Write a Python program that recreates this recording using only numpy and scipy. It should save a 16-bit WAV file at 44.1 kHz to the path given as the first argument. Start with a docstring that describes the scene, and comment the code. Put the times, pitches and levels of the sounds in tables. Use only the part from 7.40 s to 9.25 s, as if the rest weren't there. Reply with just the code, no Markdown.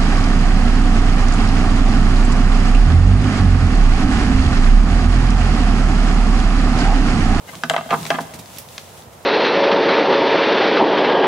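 """Two bull moose spar at the edge of a wood, over a faint, steady outdoor rush.
First hooves thud and brush rustles. From 0.2 to 0.8 s the antlers knock and grind in three bursts,
each knock a dry bony ring over a dull skull thump, with steps and twig snaps in between.
Then a few more steps, a dry stalk flicks at 1.2 s, and the snaps and rustle thin out.
Ground, bushes and trunks scatter the impacts back."""
import sys
import numpy as np
from scipy import signal
from scipy.io import wavfile

SR = 44100
rng = np.random.default_rng(int(sys.argv[2]) if len(sys.argv) > 2 else 0)


def dump_mix(stems):
    """Bounce the given channels to the path in sys.argv[1] as a 16-bit WAV at rate SR."""
    frames = np.atleast_2d(stems).T  # one column per channel
    limited = np.clip(frames, -1, 1)  # hard clip at full scale
    pcm = np.round(limited * 32767).astype(np.int16)
    wavfile.write(sys.argv[1], SR, pcm)


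N = 81585
TIME_S = np.arange(N) / SR
AGE_S = np.arange(int(.22 * SR)) / SR   # time within one event

# outdoor rush: (frequency [Hz], relative density [dB])
AIR_SPECTRUM = [(25, -9), (48, -27), (70, 2), (100, 3.5), (150, 2.5), (320, -7), (480, -1.5), (680, 0.5),
                (1000, -4.5), (1600, -12.5), (4000, -22), (16000, -25.5)]
# diffuse sound: (frequency [Hz], left-right correlation [-])
STEREO_CORRELATION = [(30, 0.89), (100, 0.91), (500, 0.71), (1200, 0.019), (3000, 0.39), (6000, 0.046),
                      (10000, 0), (16000, 0.076)]
# return from the trunks: (frequency [Hz], relative density [dB])
ECHO_SPECTRUM = [(100, -9), (170, 2.5), (260, -14), (400, -3), (700, -7.5), (1500, -9), (4000, -5.5),
                 (12000, -0.5)]
# leaves pushed aside: (time [s], level [dB])
RUSTLE_ENVELOPE = [(0, -54), (.06, -49), (.09, -43), (.16, -43), (.22, -45), (.28, -46), (.33, -44.5),
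                   (.40, -50), (.49, -45.5), (.53, -38), (.69, -39), (.76, -42.5), (.90, -47), (1.0, -48),
                   (1.11, -45.5), (1.16, -41), (1.27, -50), (1.32, -44), (1.52, -48.5), (1.60, -46.5),
                   (1.68, -56), (1.85, -51)]
# leaf rustle: (frequency [Hz], relative density [dB])
LEAF_SPECTRUM = [(900, 0.5), (2000, 5), (3200, 9), (5000, 6), (8000, 8.5), (12000, -2), (16000, -11.5)]
# leaf balance: (frequency [Hz], left-right [dB])
LEAF_PAN = [(1000, 8), (5000, 0.5), (8000, -0.5), (15000, -26)]
# brush crushed underfoot: (time [s], level [dB])
CRUNCHES = [(.078, -51), (0.133, -60), (0.599, -39), (.662, -29), (0.805, -31), (0.937, -32), (0.986, -33),
            (1.186, -38), (1.571, -42), (1.725, -43)]
# ring of a dry stalk: (frequency [Hz], level [dB], t60 [s])
STALK_MODES = [(5500, 0.5, 0.023), (11600, -1, 0.029), (15000, -4, 0.015)]
# twig breaks: (time [s], level [dB], pitch [Hz], left-right [dB])
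TWIG_SNAPS = [(0.1535, -34, 3140, 0), (0.6301, -32, 4500, 2), (0.6535, -28.5, 2260, 7),
              (0.6652, -28, 2530, 0), (0.8075, -38.5, 4500, 7), (0.938, -38.5, 2140, 6),
              (1.0591, -42, 4340, -2), (1.174, -38, 3930, -1), (1.1849, -36.5, 2950, 3),
              (1.2876, -40.5, 3350, 2), (1.3801, -27, 3280, 1), (1.3829, -30.5, 2380, 1),
              (1.623, -44, 4090, 0)]
# hoof falls: (time [s], level [dB])
HOOF_FALLS = [(.078, -47), (0.127, -42.5), (0.159, -38.5), (.578, -34), (0.613, -33), (0.657, -37.5),
              (0.835, -51), (.939, -40.5), (0.987, -39), (1.156, -47.5)]
# skull and neck: (frequency [Hz], level [dB], t60 [s])
SKULL_MODES = [(161.3, -3.5, 0.18), (225.2, -4.5, 0.15), (253.5, 1.5, 0.14), (370.5, -8.5, 0.086)]
# antler palms: (frequency [Hz], level [dB], t60 [s])
PALM_MODES = [(461, -3.5, 0.061), (598, -5.5, 0.06), (655.5, 3.5, 0.098), (700, 2, 0.065), (800, 1, 0.064),
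              (850, -10.5, 0.073), (1000, 0, 0.07), (1200, 4.5, 0.048), (1276, 2, 0.048), (1544, 0, 0.07),
              (1638, 4, 0.039), (2055, 3, 0.048), (2678, -0.5, 0.054), (3190, 6.5, 0.013)]
# antler balance: (frequency [Hz], left-right [dB])
ANTLER_PAN = [(500, -2.5), (800, -3), (1200, -0.5), (4000, 11), (10000, 9)]
# antlers grinding: (time [s], length [s], level [dB], favoured pitch [Hz], hardness cut-off [Hz])
SCRAPES = [(0.074, 0.023, -37.5, 2000, 3400), (0.13, 0.015, -37, 1060, 2050),
           (0.375, 0.022, -27.5, 735, 2400), (0.491, 0.012, -31.5, 700, 2200),
           (0.503, 0.02, -24.5, 1000, 2780), (0.523, 0.025, -24.5, 1110, 1800),
           (.730, 0.028, -27, 1200, 3200)]
# antler knocks: (time [s], level [dB], pitch favoured by the struck spot [Hz], hardness cut-off [Hz],
#   lift of that pitch [dB], ring time factor [-], skull thump [dB])
KNOCKS = [(.2357, -17, 1520, 4480, 6, 0.97, -30), (.2977, -14, 3000, 7350, 1.5, 0.77, -37.5),
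          (.3005, -22, 660, 1500, 5.7, 1.8, -39.5), (.3075, -17.5, 640, 1700, 11.5, 1.05, -47),
          (.3105, -25, 1300, 1990, 6.2, 0.53, -37.5), (.3365, -19, 650, 2440, 12, 0.84, -43),
          (.342, -19, 660, 1950, 7.1, 0.76, -57), (.3637, -14.5, 700, 2950, 8.4, 0.69, -54),
          (.379, -23, 1200, 2780, 6.8, 1.35, -37), (.4095, -28, 720, 2700, 5, 0.81, -48),
          (.46, -32.5, 700, 1800, 8, 0.56, -38), (.5064, -19.5, 2320, 2960, 4.3, 1.7, -36),
          (.5115, -21.5, 730, 1600, 11, 1.1, -31), (.5252, -18, 750, 1200, 7.9, 0.76, -30.5),
          (.5275, -14.5, 1220, 1400, 13, .95, -30), (.5325, -18.5, 444, 900, 17, 1.1, -30),
          (.539, -15, 1000, 1800, 12.4, 1.1, -39.5), (.544, -24.5, 1260, 1620, 5.7, 0.41, -39),
          (.7036, -14, 804, 3670, 2.9, 0.83, -46), (.7048, -13, 744, 1100, 19, 0.39, -43),
          (.7145, -20, 1390, 2300, 11, 0.86, -31.5), (.7235, -24, 754, 1500, 10, .8, -44),
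          (.7434, -26.5, 760, 2460, 6.9, .8, -30.5), (.7685, -33, 650, 1000, 11, 0.5, -40),
          (.7858, -18, 850, 1100, 10, 1.05, -40), (.7895, -24, 1580, 1680, 8.9, .7, -41),
          (.803, -31, 600, 1200, 6.1, 0.92, -30)]

MODE_SCATTER_DB = 2
THUD_RISE_S, THUD_PAN_DB = 0.0024, -2
SPLINTER_T60_S = 0.063


def from_db(db):
    """Decibels to gain."""
    return 10 ** (np.asarray(db) / 20)


def unit_rms(x, samples=None):
    """Scale to unit RMS, taken over the first samples if given."""
    return x / np.sqrt(np.mean(x[..., :samples] ** 2) + 1e-20)


def at_hz(points, hz):
    """Interpolate on a log-frequency axis."""
    point_hz, values = np.transpose(points)
    return np.interp(np.log(hz), np.log(point_hz), values)


def pan(db):
    """Left and right gains."""
    return from_db(np.array([[.5], [-.5]]) * db)


def signs(shape):
    """Random polarities."""
    return rng.choice([-1, 1], shape)


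def rise(tau_s):
    """Exponential attack."""
    return 1 - np.exp(-AGE_S / tau_s)


def fade(t60_s, age_s=AGE_S):
    """Exponential decay."""
    return np.exp(-np.log(1000) * age_s / t60_s)


def burst(t60_s):
    """Decaying white noise."""
    return rng.standard_normal(len(AGE_S)) * fade(t60_s)


def rings(hz, t60_s):
    """One decaying sine per mode."""
    return np.sin(2 * np.pi * hz[:, None] * AGE_S) * fade(t60_s[:, None])


def band(x, low_hz, high_hz, order=2):
    """Band-pass."""
    high_hz = min(high_hz, .45 * SR)
    edges_hz = [min(low_hz, high_hz * .9), high_hz]
    return signal.sosfilt(signal.butter(order, edges_hz, "band", fs=SR, output="sos"), x)


def highpass(x, low_hz):
    """Bass cut, 12 dB per octave."""
    return signal.sosfilt(signal.butter(2, low_hz, "high", fs=SR, output="sos"), x)


def add(out, time_s, sound):
    """Mix a sound in."""
    start = int(time_s * SR)
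    out[..., start:start + sound.shape[-1]] += sound[..., :N - start]


def coloured(spectrum, source, pans=None):
    """Shape two mid/side pairs into half-octave stereo bands; treble wider than bass."""
    out, edges_hz = 0, 22 * 2 ** np.arange(0, 10, .5)
    for k, (low_hz, high_hz) in enumerate(zip(edges_hz, edges_hz[1:])):
        mid, side = band(source[k % 2], low_hz, high_hz)
        hz = np.sqrt(low_hz * high_hz)
        alike = at_hz(STEREO_CORRELATION, hz)
        gain = from_db(at_hz(spectrum, hz)) * (pan(at_hz(pans, hz)) if pans else 1)
        out = out + gain * (np.sqrt(1 + alike) * mid + np.sqrt(1 - alike) * side * [[1], [-1]])
    return unit_rms(out)


def air(level_db=-42.5, pan_db=-1.5):
    """Steady, low outdoor rush."""
    return from_db(level_db) * pan(pan_db) * coloured(AIR_SPECTRUM, rng.standard_normal((2, 2, N)))


def wood_echo(x, delay_s=0.012):
    """Quick scatter from ground and bushes, faint long tail from the trunks."""
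    scatter = coloured(ECHO_SPECTRUM, rng.standard_normal((2, 2, N))) * (TIME_S > delay_s)
    response = 0
    for db, t60_s in (-18.5, 0.086), (-14, 1):   # near, far
        tail = scatter * fade(t60_s, TIME_S)
        midband_power = np.mean(band(tail, 500, 1500) ** 2) * N * SR / 2000
        response = response + from_db(db) * tail / np.sqrt(midband_power)
    return signal.fftconvolve(x.mean(axis=0)[None], response, axes=1)[:, :N]


def crackle(shape, clicks_per_s=2100, hiss_gain=0.15):
    """Tiny equal clicks at random times over a soft hiss."""
    clicks = signs(shape) * (rng.random(shape) < clicks_per_s / SR)
    return unit_rms(unit_rms(clicks) + hiss_gain * rng.standard_normal(shape))


def brush(rustle_trim_db=1, crunch_pan_db=-1.5):
    """Leaves rustle throughout and crunch underfoot."""
    level = from_db(rustle_trim_db + np.interp(TIME_S, *np.transpose(RUSTLE_ENVELOPE)))
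    out = level * coloured(LEAF_SPECTRUM, crackle((2, 2, N)), LEAF_PAN)
    envelope = rise(tau_s=0.0041) * fade(t60_s=0.12)
    for time_s, db in CRUNCHES:
        grains = crackle((2, len(AGE_S))) + crackle(len(AGE_S))
        crunch = unit_rms(band(grains, 900, 9000, order=1)) * envelope
        add(out, time_s, from_db(db) * pan(crunch_pan_db) * crunch)
    return out


def stalk(time_s=1.1845, level_db=-34, pan_db=-9.5, grit_db=-1.5):
    """A thin dry stalk flicks close by: grit and a short, high ring."""
    hz, mode_db, t60_s = np.transpose(STALK_MODES)
    ring = unit_rms(from_db(mode_db) @ rings(hz, t60_s), samples=300)
    grit = unit_rms(band(burst(SPLINTER_T60_S), 5200, 16500), samples=300)
    out = np.zeros(N)
    add(out, time_s, ring + from_db(grit_db) * grit)
    return from_db(level_db) * pan(pan_db) * out


def twigs(stem_hz=1100, stem_db=-6, fibre_db=-15, splinter_db=-29):
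    """A sharp break knocks the woody stem; fibres tear, faint splinters follow."""
    out = np.zeros((2, N))
    stem = unit_rms(np.sin(2 * np.pi * stem_hz * AGE_S) * fade(t60_s=0.0089), samples=170)
    for time_s, db, hz, pan_db in TWIG_SNAPS:
        fibres = from_db(fibre_db) * burst(t60_s=0.0072)
        splinters = from_db(splinter_db) * crackle((2, len(AGE_S))) * fade(SPLINTER_T60_S)
        snap = band((AGE_S == 0) + fibres + splinters, hz / 1.45, hz * 1.45, order=1)
        snap = unit_rms(band(snap, stem_hz / 2, 7860), samples=170)
        body = from_db(stem_db) * min(1, 2 * stem_hz / hz) * stem
        add(out, time_s, from_db(db) * pan(pan_db) * (snap + body))
    return out


def hooves():
    """Dull thuds in soft ground."""
    out = np.zeros(N)
    for time_s, db in HOOF_FALLS:
        thud = band(burst(t60_s=0.095) * rise(THUD_RISE_S), low_hz=113, high_hz=268)
        add(out, time_s, from_db(db) * unit_rms(thud, samples=1200))
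    return pan(THUD_PAN_DB) * out


def skulls(detune=0.021):
    """Each antler knock shakes the heavy heads."""
    hz, mode_db, t60_s = np.transpose(SKULL_MODES)
    out = np.zeros(N)
    for time_s, *_, db in KNOCKS:
        modes = rings(hz * np.exp(detune * rng.standard_normal(len(hz))), t60_s)
        gains = from_db(mode_db + MODE_SCATTER_DB * rng.standard_normal(len(hz))) * signs(len(hz))
        thump = gains @ modes * rise(THUD_RISE_S)
        add(out, time_s, from_db(db) * unit_rms(thump, samples=900))
    return pan(THUD_PAN_DB) * out


def antler_ring(spot_hz, hard_hz, lift_db, ring_factor, detune=0.0099, tine_db=-10.5, lift_oct=0.17):
    """Palm modes and many weak tine modes; pressure between the antlers detunes and damps them."""
    palm_hz, palm_db, palm_t60_s = np.transpose(PALM_MODES)
    tine_hz = np.geomspace(900, 10000, 56)
    tine_t60_s = 0.085 / (tine_hz / 1000) ** 0.81
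    count = len(palm_hz) + len(tine_hz)
    hz = np.r_[palm_hz, tine_hz] * np.exp(detune * rng.standard_normal(count))
    modes = rings(hz, ring_factor * np.r_[palm_t60_s, tine_t60_s])
    db = np.r_[palm_db, np.full(len(tine_hz), tine_db)] + MODE_SCATTER_DB * rng.standard_normal(count)
    db += lift_db * np.exp(-.5 * (np.log2(hz / spot_hz) / lift_oct) ** 2)
    gains = from_db(db) / np.hypot(1, (hz / hard_hz) ** 2) * signs(count)
    spread = 0.64 / np.hypot(1, (1500 / hz) ** 2) * signs(count)   # each mode radiates its own way
    return (gains * pan(at_hz(ANTLER_PAN, hz)) * (1 + spread * [[1], [-1]])) @ modes


def contact(spot_hz, hard_hz, lift_db, ring_factor, crack_db=-6, crack_low_hz=574, tick_hz=5230):
    """One antler contact: ring, crack and a tine-on-tine tick that grows with hardness."""
    ring = unit_rms(antler_ring(spot_hz, hard_hz, lift_db, ring_factor), samples=400)
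    crack = band(burst(t60_s=ring_factor * 0.041), crack_low_hz, max(hard_hz, 2 * crack_low_hz))
    crack += from_db(lift_db) * band(crack, spot_hz / 1.12, spot_hz * 1.125, order=1)
    crack = from_db(crack_db) * unit_rms(crack, samples=400)
    tick = unit_rms(band(burst(t60_s=0.0029), tick_hz / 7.3, tick_hz * 1.22), samples=400)
    tick *= from_db(-16) * (hard_hz / tick_hz) ** 2
    return unit_rms(ring + crack + tick, samples=400)


def antlers(slips_per_s=900, slip_spread_db=2.5, swell_db=2.5, left_lag_s=2e-5):
    """Single knocks, and scrapes made of a swelling run of tiny slips."""
    out = np.zeros((2, N))
    for time_s, db, spot_hz, hard_hz, lift_db, ring_factor, _ in KNOCKS:
        add(out, time_s, from_db(db) * contact(spot_hz, hard_hz, lift_db, ring_factor))
    for time_s, length_s, db, spot_hz, hard_hz in SCRAPES:
        ring = contact(spot_hz, hard_hz, lift_db=6.5, ring_factor=0.83)
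        slips = (rng.random(len(AGE_S)) < slips_per_s / SR) & (AGE_S < length_s) | (AGE_S == 0)
        force_db = slip_spread_db * rng.standard_normal(len(AGE_S)) + swell_db * AGE_S / length_s
        force = slips * from_db(force_db) * signs(len(AGE_S))
        grind = signal.fftconvolve(ring, force[None], axes=1)
        add(out, time_s, from_db(db) * unit_rms(grind, samples=int(length_s * SR) + 1))
    left, right = highpass(out + 1e-18, low_hz=403)   # bass radiates badly
    return np.array([np.interp(TIME_S - left_lag_s, TIME_S, left), right])


def scene():
    """The fight, its echo, brush and outdoor air."""
    fight = antlers() + skulls() + hooves() + twigs() + stalk()
    return fight + wood_echo(fight) + brush() + air()


def record(dry, low_hz=45, high_hz=15750):
    """Bass cut, peak clip, steep treble cut."""
    clipped = np.clip(highpass(dry, low_hz), -.95, .95)
    return signal.sosfilt(signal.ellip(12, .1, 80, high_hz, fs=SR, output="sos"), clipped)


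dry = scene()
out = record(dry)
dump_mix(out)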